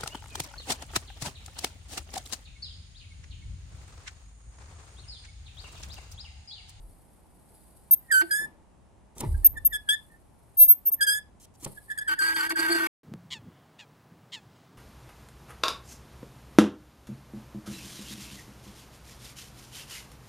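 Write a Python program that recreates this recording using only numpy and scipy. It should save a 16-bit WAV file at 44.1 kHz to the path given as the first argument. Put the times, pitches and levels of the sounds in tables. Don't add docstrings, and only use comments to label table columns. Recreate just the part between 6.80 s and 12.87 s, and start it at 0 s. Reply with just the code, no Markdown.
import sys
import numpy as np
from scipy import signal
from scipy.fft import rfft, irfft, next_fast_len
from scipy.io import wavfile

SR = 44100
rng = np.random.default_rng(int(sys.argv[2]) if len(sys.argv) > 2 else 0)


def waveform_to_disk(signal):
    frames = np.transpose(np.atleast_2d(signal))
    scaled = np.clip(frames, -1, 1) * 32767
    samples = np.round(scaled).astype(np.int16)
    wavfile.write(sys.argv[1], SR, samples)


N = 267775
T = np.arange(N) / SR
SIZE = next_fast_len(N + SR // 4)
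HZ = np.fft.rfftfreq(SIZE, 1 / SR)

# start_s, length_s, hiss_db, hiss_trend_db_per_s, tight_spot_s, draught_db
SPINS = [(-.42, 2.05, -76.5, 7.5, 0.15, -31.5), (2.431, 1.98, -69.5, -2.5, 2.48, -29),
         (4.825, 1.3, -68.5, 1.5, 4.903, -77)]


def amp(db):
    return 10 ** (np.asarray(db) / 20)


def unit(x):
    return x / np.sqrt(np.mean(x ** 2) + 1e-20)


def read(points, hz):
    f, value = np.transpose(points)
    return np.interp(np.log(hz + 1), np.log(f + 1), value)


def colour(x, points):
    return irfft(rfft(x, SIZE) * amp(read(points, HZ)), SIZE)[:N]


def noise(points):
    return unit(colour(rng.standard_normal(N), points))


def wander(rate_hz):
    return unit(irfft(rfft(rng.standard_normal(SIZE)) / (1 + (HZ / rate_hz) ** 4), SIZE)[:N])


def phase_of(hz):
    return 2 * np.pi * np.cumsum(hz) / SR


def ring(x, hz, width):
    pole = np.exp((2j * np.pi * hz - np.pi * width) / SR)
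    return np.sqrt(width) * signal.lfilter([1], [1, -pole], x).imag


def gate(t, length, rise_s, fall_s):
    return (1 + np.tanh(t / rise_s / 2)) * (1 + np.tanh((length - t) / fall_s / 2)) / 4


def catch(t, length, rise_s, fall_s):
    return (1 - np.exp(-np.maximum(t, 0) / rise_s)) ** 1.2 * (1 + np.tanh((length - t) / fall_s / 2)) / 2


def around(start, length):
    near = slice(*np.searchsorted(T, [start - .15, start + length + .2]))
    t = T[near] - start
    return near, t, np.clip(t / length, 0, 1)


def room_tone():
    # frequency_hz, level_db
    spectrum = [(15, -32.5), (25, -11), (59, -1), (144, -9), (183, -9), (215, -11.5), (368, -15),
                (469, -18.5), (567, -17.5), (871, -17), (1270, -27), (1800, -30.5), (4500, -40.5),
                (9810, -37), (15500, -66.5)]
    shared = noise(spectrum)
    return amp(-57.5) * np.array([0.54 * shared + 0.79 * noise(spectrum) for _ in range(2)])


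def room_reflections(fan, first_s=.004):
    # frequency_hz, t60_s
    decay = [(200, 0.4), (1600, 0.2), (3500, 0.19), (6000, 0.26), (13000, 0.19)]
    # frequency_hz, gain_db
    send = [(300, -8), (1700, -15.5), (3500, -8), (5100, -12), (6500, -23), (8000, -21), (13000, -22)]
    size = SR // 2
    taps = rng.choice([-1., 1.], (2, size)) * (rng.random((2, size)) < .06) * (T[:size] > first_s)
    hz, t, bands = signal.stft(taps, SR, nperseg=256)
    tail = signal.istft(bands * amp(-60 * t / read(decay, hz)[:, None]), SR, nperseg=256)[1]
    return signal.fftconvolve(colour(fan, send)[None], tail / np.linalg.norm(tail[0]), axes=1)[:, :N]


def blade_echo(fan, delay_s=0.000953, sway_s=.00008):
    echo = colour(fan, [(200, -19.5), (1600, 1.5), (3300, 5), (6000, 22), (9000, -13.5), (13000, -26.5)])
    return amp(-13) * np.array([np.interp(T - delay_s - sway_s * wander(21), T, echo) for _ in range(2)])


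def microphone_ports(fan):
    # frequency_hz, left_lead_rad
    lead = [(100, 0), (700, -.6), (1200, -.8), (1600, -2.1), (2200, -.9), (3300, -1.5), (5000, -1.1),
            (6700, -.5), (8300, .05), (10100, .6), (13200, 2.1)]
    # time_s, left_minus_right_db
    balance = [(1.1, 0.5), (1.37, -3), (1.55, -0.5), (2.6, 0), (3.1, 2), (3.8, 0.5), (4.3, -0.5),
               (4.85, -0.5), (5.2, 0), (6.07, 0)]
    turn, spectrum = np.exp(.5j * read(lead, HZ)), rfft(fan, SIZE)
    side = amp(np.interp(T, *np.transpose(balance)) / 2)
    return np.array([irfft(spectrum * turn, SIZE)[:N] * side, irfft(spectrum / turn, SIZE)[:N] / side])


def draught(length_s=.55, lag_s=0.047, fade_db_per_s=-37, first_hz=183.8, last_hz=58, sink_s=0.035):
    # frequency_hz, level_db
    air = [(10, -47), (24, -39), (37, 7.5), (60, -6), (90, -10.5), (130, -20.5), (300, -48), (1000, -71.5)]
    flow, puffs = np.zeros((2, N))
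    unsteady = 1 + 0.22 * wander(40)
    for start, *_, db in SPINS:
        near, t, _ = around(start, length_s)
        age = np.maximum(t, 0)
        flow[near] += amp(db + fade_db_per_s * age) * gate(t - lag_s, length_s, 0.0047, .025)
        hz = (last_hz + (first_hz - last_hz) * np.exp(-age / sink_s)) * (t > 0)
        push = amp(db + 4.5) * gate(t - lag_s, length=0.094, rise_s=0.018, fall_s=0.018)
        puffs[near] += push * np.sqrt(2) * np.sin(phase_of(hz * unsteady[near]))
    shared = noise(air)
    return puffs + flow * np.array([shared + .6 * noise(air) for _ in range(2)])


def hand():
    # start_s, length_s, first_db, last_db
    rubs = [(2.352, 0.061, -67, -40.5), (4.599, 0.057, -60, -55.5), (4.739, 0.022, -70, -61),
            (4.798, .052, -65.5, -42.5)]
    # time_s, level_db, half_length_s
    snaps = [(2.3828, -37, .0008), (2.4075, -31, .0026), (4.850, -32, .003)]
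    # start_s, relative_db, rise_s, decay_s
    knocks = [(.705, -57.5, 0.0047, 0.013), (1.58, -50.5, 0.04, 0.1), (2.358, -51, .01, 0.16),
              (2.399, -31.5, 0.018, 0.021), (2.427, -30.5, 0.016, 0.015), (2.629, -55, 0.0078, 0.014),
              (2.729, -56, 0.012, 0.042), (4.07, -48, 0.046, 0.036), (4.824, -47.5, 0.0064, 0.039),
              (4.859, -28, 0.0044, 0.0071), (4.885, -59, 0.0047, 0.042)]
    # frequency_hz, width_hz, level_db
    modes = [(152.8, 30, -5), (250, 130, -9), (350, 30, 1.5), (437.6, 340, 6), (631, 87, -10.5),
             (867, 78, 1.5), (1150, 140, -13.5), (1630, 600, -10.5)]
    # frequency_hz, level_db
    skin = [(300, -15), (1500, -19.5), (3500, -3), (5000, -9), (7500, 1), (10500, 0), (13000, -5.5),
            (15500, -6.5)]
    friction, blows = np.zeros((2, N))
    for start, length, first_db, last_db in rubs:
        end = start + length
        friction += amp(np.interp(T, [start, end], [first_db, last_db])) * (T > start) * (T < end)
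    for time, db, half_length in snaps:
        friction += amp(db) * np.exp(-((T - time) / half_length) ** 2)
    for start, db, rise, decay in knocks:
        blows += amp(db) * np.clip((T - start) / rise, 0, 1) * np.exp(-abs(T - start) / decay)
    grain = rng.standard_normal(N)
    body = lambda x: sum(amp(db) * ring(x, hz, width) for hz, width, db in modes)
    ringing = body(blows * grain) / np.std(body(grain))
    return friction * noise(skin) * amp(wander(500)) + amp(3) * ringing


def shaft_hiss(flick_db=13, flick_s=0.3, tight_db=3.5, tight_every_s=0.69):
    # frequency_hz, level_db
    spectrum = [(500, -36), (3000, -20.5), (4500, -13.5), (6000, -30.5), (8200, -5.5), (10200, -1.5),
                (11500, -4.5), (13000, -4.5), (14200, -20.5), (15000, -48)]
    gain = np.zeros(N)
    for start, length, db, trend_db_per_s, tight_s, _ in SPINS:
        age = np.maximum(T - start, 0)
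        press_db = flick_db * np.exp(-age / flick_s)
        swell_db = tight_db * np.cos(2 * np.pi * (T - tight_s) / tight_every_s)
        coasting = gate(T - start, length, rise_s=.02, fall_s=0.051)
        gain += amp(db + trend_db_per_s * age + press_db + swell_db) * coasting
    return gain * amp(2 * wander(36) + 1.7 * wander(400)) * noise(spectrum)


def shaft_singing(edge_s=0.0044, flutter_db=3):
    # start_s, length_s, level_db, pitch_hz
    tones = [(1.223, 0.061, -68, 1900), (2.644, 0.01, -44, 1797), (3.3, 0.069, -58.5, 1805),
             (5.255, 0.033, -37, 1790)]
    tone, unsteady = np.zeros(N), 1 + 0.015 * wander(200)
    for start, length, db, hz in tones:
        near, t, _ = around(start, length)
        tone[near] += amp(db) * gate(t, length, edge_s, edge_s) * np.sin(phase_of(hz * unsteady[near]))
    return tone * amp(flutter_db * wander(80))


def sleeve_whistle(jitter_hz=35, rasp_db=-32, db_per_hz=0.0857):
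    # start_s, length_s, attack_s, relative_db, first_hz, last_hz, arch_hz
    whistles = [ (1.109, .032, .004, -14, 13200, 13230, -70), (2.645, .024, .004, -10.5, 13030, 13170, -90),
                (2.848, .029, .0025, -14.5, 13000, 13090, 60), (3.769, .104, .003, -9, 13030, 13000, 250),
                (3.874, .065, .006, -8.5, 13060, 13260, 220), (4.052, .044, .012, -17, 12970, 12900, 70),
                (4.116, .036, .0025, -21.5, 13090, 13020, 80), ]
    # frequency_hz, level_db
    rasp = [(3000, -40), (9000, -51.5), (12000, -9), (13100, 3), (14000, -4), (15500, -37.5)]
    tone, strength = np.zeros((2, N))
    jitter = jitter_hz * wander(240)
    for start, length, attack, db, first_hz, last_hz, arch_hz in whistles:
        near, t, progress = around(start, length)
        lift_hz = arch_hz * np.sin(np.pi * progress)
        gain = amp(1.3 + db + db_per_hz * (lift_hz - arch_hz)) * catch(t, length, attack, fall_s=0.0025)
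        hz = first_hz + (last_hz - first_hz) * progress + lift_hz + jitter[near]
        tone[near] += gain * np.sqrt(2) * np.sin(phase_of(hz))
        strength[near] += gain
    return tone * amp(.5 * wander(200)) + strength * amp(rasp_db + 3.7 * wander(22)) * noise(rasp)


def shaking(edge_s=.002, lag_s=0.0044, ring_s=0.02):
    # start_s, length_s, rattle_relative_db, judder_relative_db
    bouts = [(1.411, 0.018, -33.5, -36), (5.287, .058, -37, -52), (5.409, 0.13, -35.5, -38.5),
             (5.56, .114, -33, -42), (5.705, .021, -29, -29), (5.766, .068, -35.5, -38),
             (5.831, 0.32, -33, -27.5)]
    rattle, judder = np.zeros((2, N))
    for start, length, rattle_db, judder_db in bouts:
        near, t, _ = around(start, length)
        rattle[near] += amp(rattle_db) * gate(t, length, edge_s, edge_s)
        judder[near] += amp(judder_db) * gate(t - lag_s, length + ring_s, edge_s, ring_s / 2)
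    return rattle * amp(1.07 * wander(22)), judder * amp(5.5 * wander(26))


def shaft_chatter(slip_phase, judder_phase, rattle_gain, judder_gain):
    # frequency_hz, gain_db
    housing = [(150, -19.5), (300, -5.5), (500, -13), (780, -12.5), (900, 6), (1020, -3), (1150, 0.5),
               (1380, -31), (1880, 3), (2030, -6), (2200, 5), (3000, -9.5), (3700, -9.5), (3930, -17.5),
               (4450, -14.5), (5600, -25), (8000, -19), (13300, -10), (15000, -27)]
    cycles = slip_phase // (2 * np.pi)
    taps = np.diff(cycles, prepend=cycles[0])
    bunching = np.exp(1.1 * np.cos(judder_phase))
    force = bunching / bunching.mean() - 1 + .45 * np.sqrt(bunching) * rng.standard_normal(N)
    rattle = colour(taps * force, housing)
    rattle /= np.sqrt(np.average(rattle ** 2, weights=rattle_gain))
    blades = np.sqrt(2) * (np.sin(judder_phase) + amp(-15.5) * np.sin(2 * judder_phase))
    return amp(-2.5) * rattle_gain * rattle + amp(-10.5) * judder_gain * blades


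def shaft_grip(swing, let_go_s=0.0035, sag_hz_per_s=35000, release_hz=60.43, dulling_db=-5.5):
    # start_s, length_s, attack_s, level_db, fade_db, gripped_hz, last_hz, drop_hz,
    # octave_db, upper_relative_db, roughness (0-1)
    squeaks = [ (1.312, 0.11, 0.0035, -16.5, -3, 1539, 1520, 330.1, -27, -10, .28),
               (1.508, 0.15, 0.0026, -24, -11.5, 1629, 1740, 110.2, -23, -6.5, .04),
               (2.542, 0.014, 0.00585, -44, 0.5, 1570, 1590, 60.27, -35, -23.5, .3),
               (2.767, 0.018, 0.0071, -32.5, 0.5, 1713, 1751, 110.1, -18.5, -7, .1),
               (2.924, .045, 0.012, -25.5, -0.5, 1604, 1686, 278.7, -8, -5.5, 0),
               (3.088, .061, 0.0016, -24, -2, 1628, 1739, 39.9, -2, -5.5, .08),
               (4.206, 0.046, 0.0051, -20, -4, 1593, 1674, 159.6, -12, -2.5, .06),
               (4.264, .13, 0.0067, -21, -14, 1605, 1703, 109.2, -12, -2, 0),
               (4.974, 0.013, 0.0046, -37.5, -1, 1670, 1660, 60.13, -19, -33, .2),
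               (5.099, 0.03, 0.0095, -28, -1, 1590, 1720, 170.3, -20.5, -13, .65),
               (5.175, 0.025, .006, -28.5, 0.5, 1650, 1620, 170.9, -19.5, -5.5, 0.6),
               (5.207, .023, 0.0065, -29.5, 0.5, 1700, 1720, 60.63, -20.5, -17, .45),
               (5.275, 0.067, 0.0042, -25, 0.5, 1488, 1570, 247.4, -20, -13.5, .4),
               (5.386, .145, 0.0048, -22.5, -3, 1523, 1603, 269.8, -29.5, -11.5, .33),
               (5.533, .143, 0.018, -24, -4.5, 1580, 1570, 40.1, -21.5, -9, .4),
               (5.692, 0.029, 0.0034, -25.5, -1, 1467, 1510, 199.7, -26, -6.5, 0.5),
               (5.756, 0.32, 0.0031, -26.5, -3.5, 1587, 1560, 99.36, -28, -14.5, 0.5), ]
    # start_s, length_s, overtone_lift_db
    bites = [(5.44, .06, 3.5), (5.785, .025, 10), (5.905, .08, 10)]
    fundamental, octave, overtones, pitch, roughness, bite_db = np.zeros((6, N))
    for (start, length, attack, db, fade_db, gripped_hz, last_hz, drop_hz,
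         octave_db, upper_db, rough) in squeaks:
        near, t, progress = around(start, length)
        grip, held = catch(t, length, attack, let_go_s), np.maximum(t, 0)
        level = amp(db + fade_db * progress ** 2)
        tone = level * (grip + amp(-14) * np.exp(-abs(t) / .007))
        firm = level * grip ** 1.2 * amp(dulling_db * (progress - .5))
        sag = drop_hz * np.exp(-held * sag_hz_per_s / drop_hz)
        easing = (last_hz - gripped_hz) * np.sin(np.pi / 2 * progress)
        spring_back = release_hz * (1 + np.tanh((t - length) / let_go_s / 2)) / 2
        fundamental[near] += tone
        octave[near] += firm * amp(octave_db)
        overtones[near] += firm * amp(upper_db)
        pitch[near] += tone * (gripped_hz + sag + easing + spring_back)
        roughness[near] += tone * (rough + .42 * np.exp(-held / 0.011))
    for start, length, db in bites:
        near, t, _ = around(start, length)
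        bite_db[near] += db * gate(t, length, rise_s=0.0022, fall_s=0.0022)
    weight = fundamental + 1e-15
    hz = pitch / weight + 22 * swing * wander(18) + 9 * wander(60)
    rough = np.clip(roughness / weight + .48 * swing, 0, 1)
    tone_db = 0.15 * bite_db - 0.5 * swing * wander(28)
    flutter = amp(2 * np.sqrt(rough) * wander(64))
    return hz, rough, flutter * np.array([fundamental * amp(tone_db), octave, overtones * amp(bite_db)])


def stick_slip(hz, rough, jitter=0.0024, rough_jitter=0.018):
    return phase_of(hz * (1 + jitter * wander(500) + rough * rough_jitter * wander(300)))


def shaft_squeak(slip_phase, judder_phase, levels, rough, swing, shrill_hz=4580):
    # frequency_hz, gain_db
    housing = [(4000, -9), (4350, 4), (4650, -3.5), (4900, 4), (5120, -5.5), (5600, -10), (6150, -12),
               (7000, 0), (8300, 6), (9200, 1), (10100, 5.5), (11000, -2.5), (12000, 1), (13300, 0),
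               (14500, -16.5), (15500, -37.5)]
    fundamental, octave, overtones = levels
    uneven = slip_phase + 0.11 * rough * wander(1100)
    harmonics = sum(amp(2 * wander(45)) * np.sin(k * uneven + k * k) for k in range(3, 10))
    scrape = 0.83 * rough ** 2 * (1 + np.cos(slip_phase)) * rng.standard_normal(N)
    scrape *= amp(6.6 * wander(300))
    upper = colour((harmonics + scrape) * (overtones > 1e-6), housing)
    upper /= np.sqrt(np.average(upper ** 2, weights=overtones))
    shrill = np.sqrt(2) * np.sin(phase_of(shrill_hz + 110 * wander(250))) * amp(1.5 * wander(100))
    upper = upper * (1 - 0.36 * swing) + amp(-2) * swing * shrill
    low = np.sqrt(2) * (fundamental * np.sin(slip_phase) + octave * np.sin(2 * uneven))
    load = 1 + 0.19 * rough * wander(100) + 0.14 * swing * np.cos(judder_phase)
    return (low + amp(-5) * overtones * upper) * load


def scene(judder_hz=330, full_swing_db=-35):
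    judder_phase = phase_of(judder_hz * (1 + 0.018 * wander(24)))
    rattle_gain, judder_gain = shaking()
    swing = np.clip(rattle_gain / amp(full_swing_db), 0, 1)
    hz, rough, levels = shaft_grip(swing)
    slip_phase = stick_slip(hz, rough)
    fan = shaft_squeak(slip_phase, judder_phase, levels, rough, swing)
    fan += shaft_chatter(slip_phase, judder_phase, rattle_gain, judder_gain)
    fan += shaft_singing() + sleeve_whistle() + shaft_hiss() + hand()
    return microphone_ports(fan) + blade_echo(fan) + room_reflections(fan) + draught() + room_tone()


def record(dry):
    return signal.oaconvolve(dry, signal.firwin(401, 15700, window=("kaiser", 9), fs=SR)[None], "same")


dry = scene()
out = record(dry)
waveform_to_disk(out)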